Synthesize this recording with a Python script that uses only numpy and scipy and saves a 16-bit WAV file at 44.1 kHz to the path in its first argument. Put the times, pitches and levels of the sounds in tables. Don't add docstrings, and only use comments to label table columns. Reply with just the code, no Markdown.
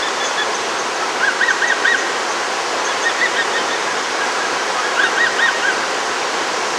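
import sys
import numpy as np
from scipy import signal
from scipy.fft import rfft, irfft
from scipy.io import wavfile
from scipy.ndimage import uniform_filter1d

SR = 44100
rng = np.random.default_rng(int(sys.argv[2]) if len(sys.argv) > 2 else 0)


def log_audio(samples):
    frames = np.atleast_2d(samples).T
    limited = np.clip(frames, -1, 1)
    pcm = np.round(limited * 32767).astype(np.int16)
    wavfile.write(sys.argv[1], SR, pcm)


N = 298998

# (frequency [Hz], relative level [dB])
RUSH_LOW = [(20, -54), (42, -43), (62, -53), (95, -15.5), (150, -14), (250, -4), (370, 4.5), (520, 4.5),
            (650, 3), (980, 6.5), (1380, 2.5), (1650, 2)]
RUSH_HIGH = [(2000, -0.5), (2400, -3.5), (3100, -5), (3800, -7.5), (5000, -7.5), (6400, -8.5),
             (7500, -14.5), (9000, -22), (11000, -32), (13500, -44), (15700, -46)]
# (time [s], gain [dB])
RUSH_SWELL = [(0, -0.45), (1.5, -0.84), (3, 0.11), (6.8, 0.1)]

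# (middle time [s], level [dB])
CHIPS = [(.552, -24), (.797, -26), (.960, -28), (1.503, -25), (1.684, -23.5), (2.859, -21), (3.033, -22.5)]
CHIP_S, CHIP_HZ, CHIP_FALL_HZ = .045, 6320, 1030
# (middle time [s], pitch [Hz], level [dB])
TRILLS = [(.262, 6465, -25), (1.995, 6275, -27.5), (2.310, 6020, -29.5)]
TRILL_S, TRILL_RISE_HZ, TRILL_DEPTH_HZ, TRILL_RATE_HZ = .074, 313, 425, 105
# (middle time [s], pitch [Hz], level [dB])
WHISTLES = [(3.208, 4520, -29), (5.277, 4970, -26)]
WHISTLE_S = .051

# (delay [s], gain [ratio])
LIMB_BOUNCES = [(.00318, .55), (.0080, .18)]
# (frequency [Hz], gain [dB])
VOICE_COLOUR = [(1320, -7), (1450, 0), (1600, 0.5), (1700, -3), (1820, 0), (1885, 0.3), (1925, -13.5),
                (1990, -2), (2800, 1.5), (3400, -1.5), (3730, -0.5), (3850, -8.5), (4000, -12)]
# (time of top [s], top pitch [Hz], level [dB])
PIPS = [(1.033, 1320, -16.5), (3.898, 1680, -20), (4.229, 1645, -21.5), (4.432, 1675, -19),
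        (4.610, 1570, -27), (4.797, 1260, -15.5)]
PIP_S, PIP_FALL_HZ, PIP_OCTAVE_DB = .066, 93, -38.5
# (time of top [s], length [s], top pitch [Hz], fall to either end [Hz], level [dB])
SOFT_YELPS = [ (0.053, .085, 1800, 240, -18), (0.23, .07, 1735, 91, -18), (.404, .064, 1715, 50, -8.5),
              (2.896, .07, 1720, 159, -19), (3.070, .085, 1863, 253, -15.5), (3.236, .08, 2000, 459, -9),
              (3.389, .075, 1645, 228, -22), (3.398, .072, 1858, 213, -18), (3.564, .075, 1856, 251, -19.5),
              (3.601, .062, 1580, 120, -28), (3.735, .08, 1847, 250, -27), (4.855, .055, 1676, 110, -20),
              (5.052, .065, 1853, 110, -23.5), ]
SOFT_USUAL_DB, SOFT_OCTAVE_DB, OCTAVE_DB_PER_DB = -19, -26.5, .28
# (time of top [s], top pitch [Hz], arch half width [s], level [dB], octave level [dB])
FULL_YELPS = [ (1.260, 1706, 0.031, -13.5, -32), (1.461, 1927, 0.047, -11, -25.5),
              (1.6727, 1944, 0.049, -11.5, -27.5), (1.901, 1903, .0463, -11.5, -25),
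              (5.020, 1710, 0.029, -12.5, -29), (5.225, 1890, .0445, -14, -27),
              (5.441, 1870, 0.047, -13.5, -24), (5.674, 1636, 0.034, -17, -30.5), ]
FOOT_HZ, YELP_S = 1364, .138
POINTED_HZ, POINTED_SHAPE, FLATTEN_PER_HZ = 1689, 1.93, .00833

NOTCH_ORDERS = [.5, 1, 2, 3, 4, 6, 7, 8, 9, 10, 11, 12, 13, 14, 16, 18, 20, 22, 24]


def amp(db):
    return 10 ** (np.asarray(db) / 20)


def unit(x):
    return x / np.sqrt(np.mean(x ** 2) + 1e-20)


def level_at(spectrum, hz):
    points_hz, db = np.transpose(spectrum)
    return np.interp(np.log(hz + 1), np.log(points_hz + 1), db)


def delayed(x, s):
    return np.interp(np.arange(N) - s * SR, np.arange(N), x, left=0)


def waver(rate_hz):
    hz = np.fft.rfftfreq(N, 1 / SR)
    return unit(irfft(rfft(rng.standard_normal(N)) * np.exp(-(hz / rate_hz) ** 2), N))


def note(middle, length, edge_s):
    start, end = int((middle - length / 2) * SR), int((middle + length / 2) * SR)
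    at = np.arange(max(start, 0), min(end, N))
    t = at / SR - middle
    ramp = np.clip((length / 2 - abs(t)) / edge_s, 0, 1)
    return at, t, np.sin(np.pi / 2 * ramp) ** 2


def distant_rush(level_db=-19, patch_db=.61):
    frames, hz = N // 256 + 5, np.fft.rfftfreq(2048, 1 / SR)
    real, imag, patches = rng.standard_normal((3, frames, len(hz)))
    patches = uniform_filter1d(patches, size=16, axis=0)
    patches = unit(uniform_filter1d(patches, size=24, axis=1))
    spectra = (real + 1j * imag) * amp(level_at(RUSH_LOW + RUSH_HIGH, hz) + patch_db * patches)
    noise = signal.istft(spectra.T, nperseg=2048, noverlap=1792)[1][:N]
    swell_db = np.interp(np.arange(N) / SR, *np.transpose(RUSH_SWELL))
    return unit(noise) * amp(level_db + swell_db)


def small_birds(scatter_hz=170):
    notes = [(s, CHIP_S, CHIP_HZ, -CHIP_FALL_HZ, 0, db) for s, db in CHIPS]
    notes += [(s, TRILL_S, hz, TRILL_RISE_HZ, TRILL_DEPTH_HZ, db) for s, hz, db in TRILLS]
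    notes += [(s, WHISTLE_S, hz, 0, 0, db) for s, hz, db in WHISTLES]
    out, tremor = np.zeros(N), waver(450)
    for s, length, middle_hz, sweep_hz, depth_hz, db in notes:
        at, t, envelope = note(s, length, edge_s=.027)
        ragged = min((abs(sweep_hz) + depth_hz) / 900, 1)
        hz = middle_hz + sweep_hz * t / length + depth_hz * np.sin(2 * np.pi * TRILL_RATE_HZ * t)
        hz += ragged * scatter_hz * tremor[at]
        out[at] += amp(db) * envelope * np.sin(2 * np.pi * np.cumsum(hz) / SR)
    return out


def forest_scatter(x, t60_s, build_s, echoes_per_s=2000):
    t = np.arange(SR) / SR
    echoes = rng.standard_normal(SR) * (rng.random(SR) < echoes_per_s / SR)
    echoes *= (1 - np.exp(-t / build_s)) * np.exp(-np.log(1000) * t / t60_s)
    return signal.fftconvolve(x, echoes / np.linalg.norm(echoes))[:N]


def limb_bounces(x):
    return x + sum(gain * delayed(x, lag_s) for lag_s, gain in LIMB_BOUNCES)


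def arch_top(s, length, top_hz, fall_hz, db, octave_db, fade_db=10):
    at, t, envelope = note(s, length, edge_s=.0096)
    away = (2 * t / length) ** 2
    return at, top_hz - fall_hz * away, envelope * amp(db - fade_db * away), envelope * amp(octave_db)


def soft_yelp(s, length, top_hz, fall_hz, db):
    octave_db = SOFT_OCTAVE_DB + OCTAVE_DB_PER_DB * (db - SOFT_USUAL_DB)
    return arch_top(s, length, top_hz, fall_hz, db, octave_db)


def full_yelp(s, top_hz, half_width_s, db, octave_db):
    at, t, envelope = note(s, YELP_S, edge_s=.024)
    shape = POINTED_SHAPE + FLATTEN_PER_HZ * max(top_hz - POINTED_HZ, 0)
    hz = FOOT_HZ + (top_hz - FOOT_HZ) * np.exp(-abs(t / half_width_s) ** shape)
    return at, hz, envelope * amp(db), envelope * amp(octave_db)


def hornbills(jitter=.0061, shimmer_db=.75, hoarse_db=3, third_re_octave_db=-17):
    notes = [full_yelp(*row) for row in FULL_YELPS] + [soft_yelp(*row) for row in SOFT_YELPS]
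    notes += [arch_top(s, PIP_S, hz, PIP_FALL_HZ, db, PIP_OCTAVE_DB) for s, hz, db in PIPS]
    out = np.zeros(N)
    tremor, flutter, rasp = waver(240), waver(210), waver(140)
    for at, hz, fundamental_gain, octave_gain in notes:
        phase = 2 * np.pi * np.cumsum(hz * (1 + jitter * tremor[at])) / SR
        fundamental = fundamental_gain * amp(level_at(VOICE_COLOUR, hz)) * np.sin(phase)
        overtones = np.sin(2 * phase) + amp(third_re_octave_db) * np.sin(3 * phase)
        overtones *= octave_gain * amp(level_at(VOICE_COLOUR, 2 * hz) + hoarse_db * rasp[at])
        out[at] += amp(shimmer_db * flutter[at]) * (fundamental + overtones)
    return out


def scene():
    calls, chips = limb_bounces(hornbills()), small_birds()
    far_echo = amp(-18) * delayed(calls, .124)
    leaves = amp(-13) * forest_scatter(calls, t60_s=.14, build_s=.004)
    forest_tail = amp(-13) * forest_scatter(calls, t60_s=1.8, build_s=.04)
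    chip_echoes = amp(-3.5) * forest_scatter(chips, t60_s=.2, build_s=.002)
    background = distant_rush() + chips + chip_echoes
    return np.tile(background + forest_tail + far_echo + leaves + calls, (2, 1))


def record(dry, hum_hz=300, notch_share=.52, max_width_hz=42, band_limit_hz=15720):
    out = dry
    for order in NOTCH_ORDERS:
        hz = order * hum_hz
        width_hz = min(max_width_hz, hz / 9)
        band = signal.lfilter(*signal.iirpeak(hz, hz / width_hz, fs=SR), out)
        out = out - notch_share * band
    low_pass = signal.firwin(1023, band_limit_hz, window=("kaiser", 10), fs=SR)
    return signal.oaconvolve(out, low_pass[None], "same")


dry = scene()
out = record(dry)
log_audio(out)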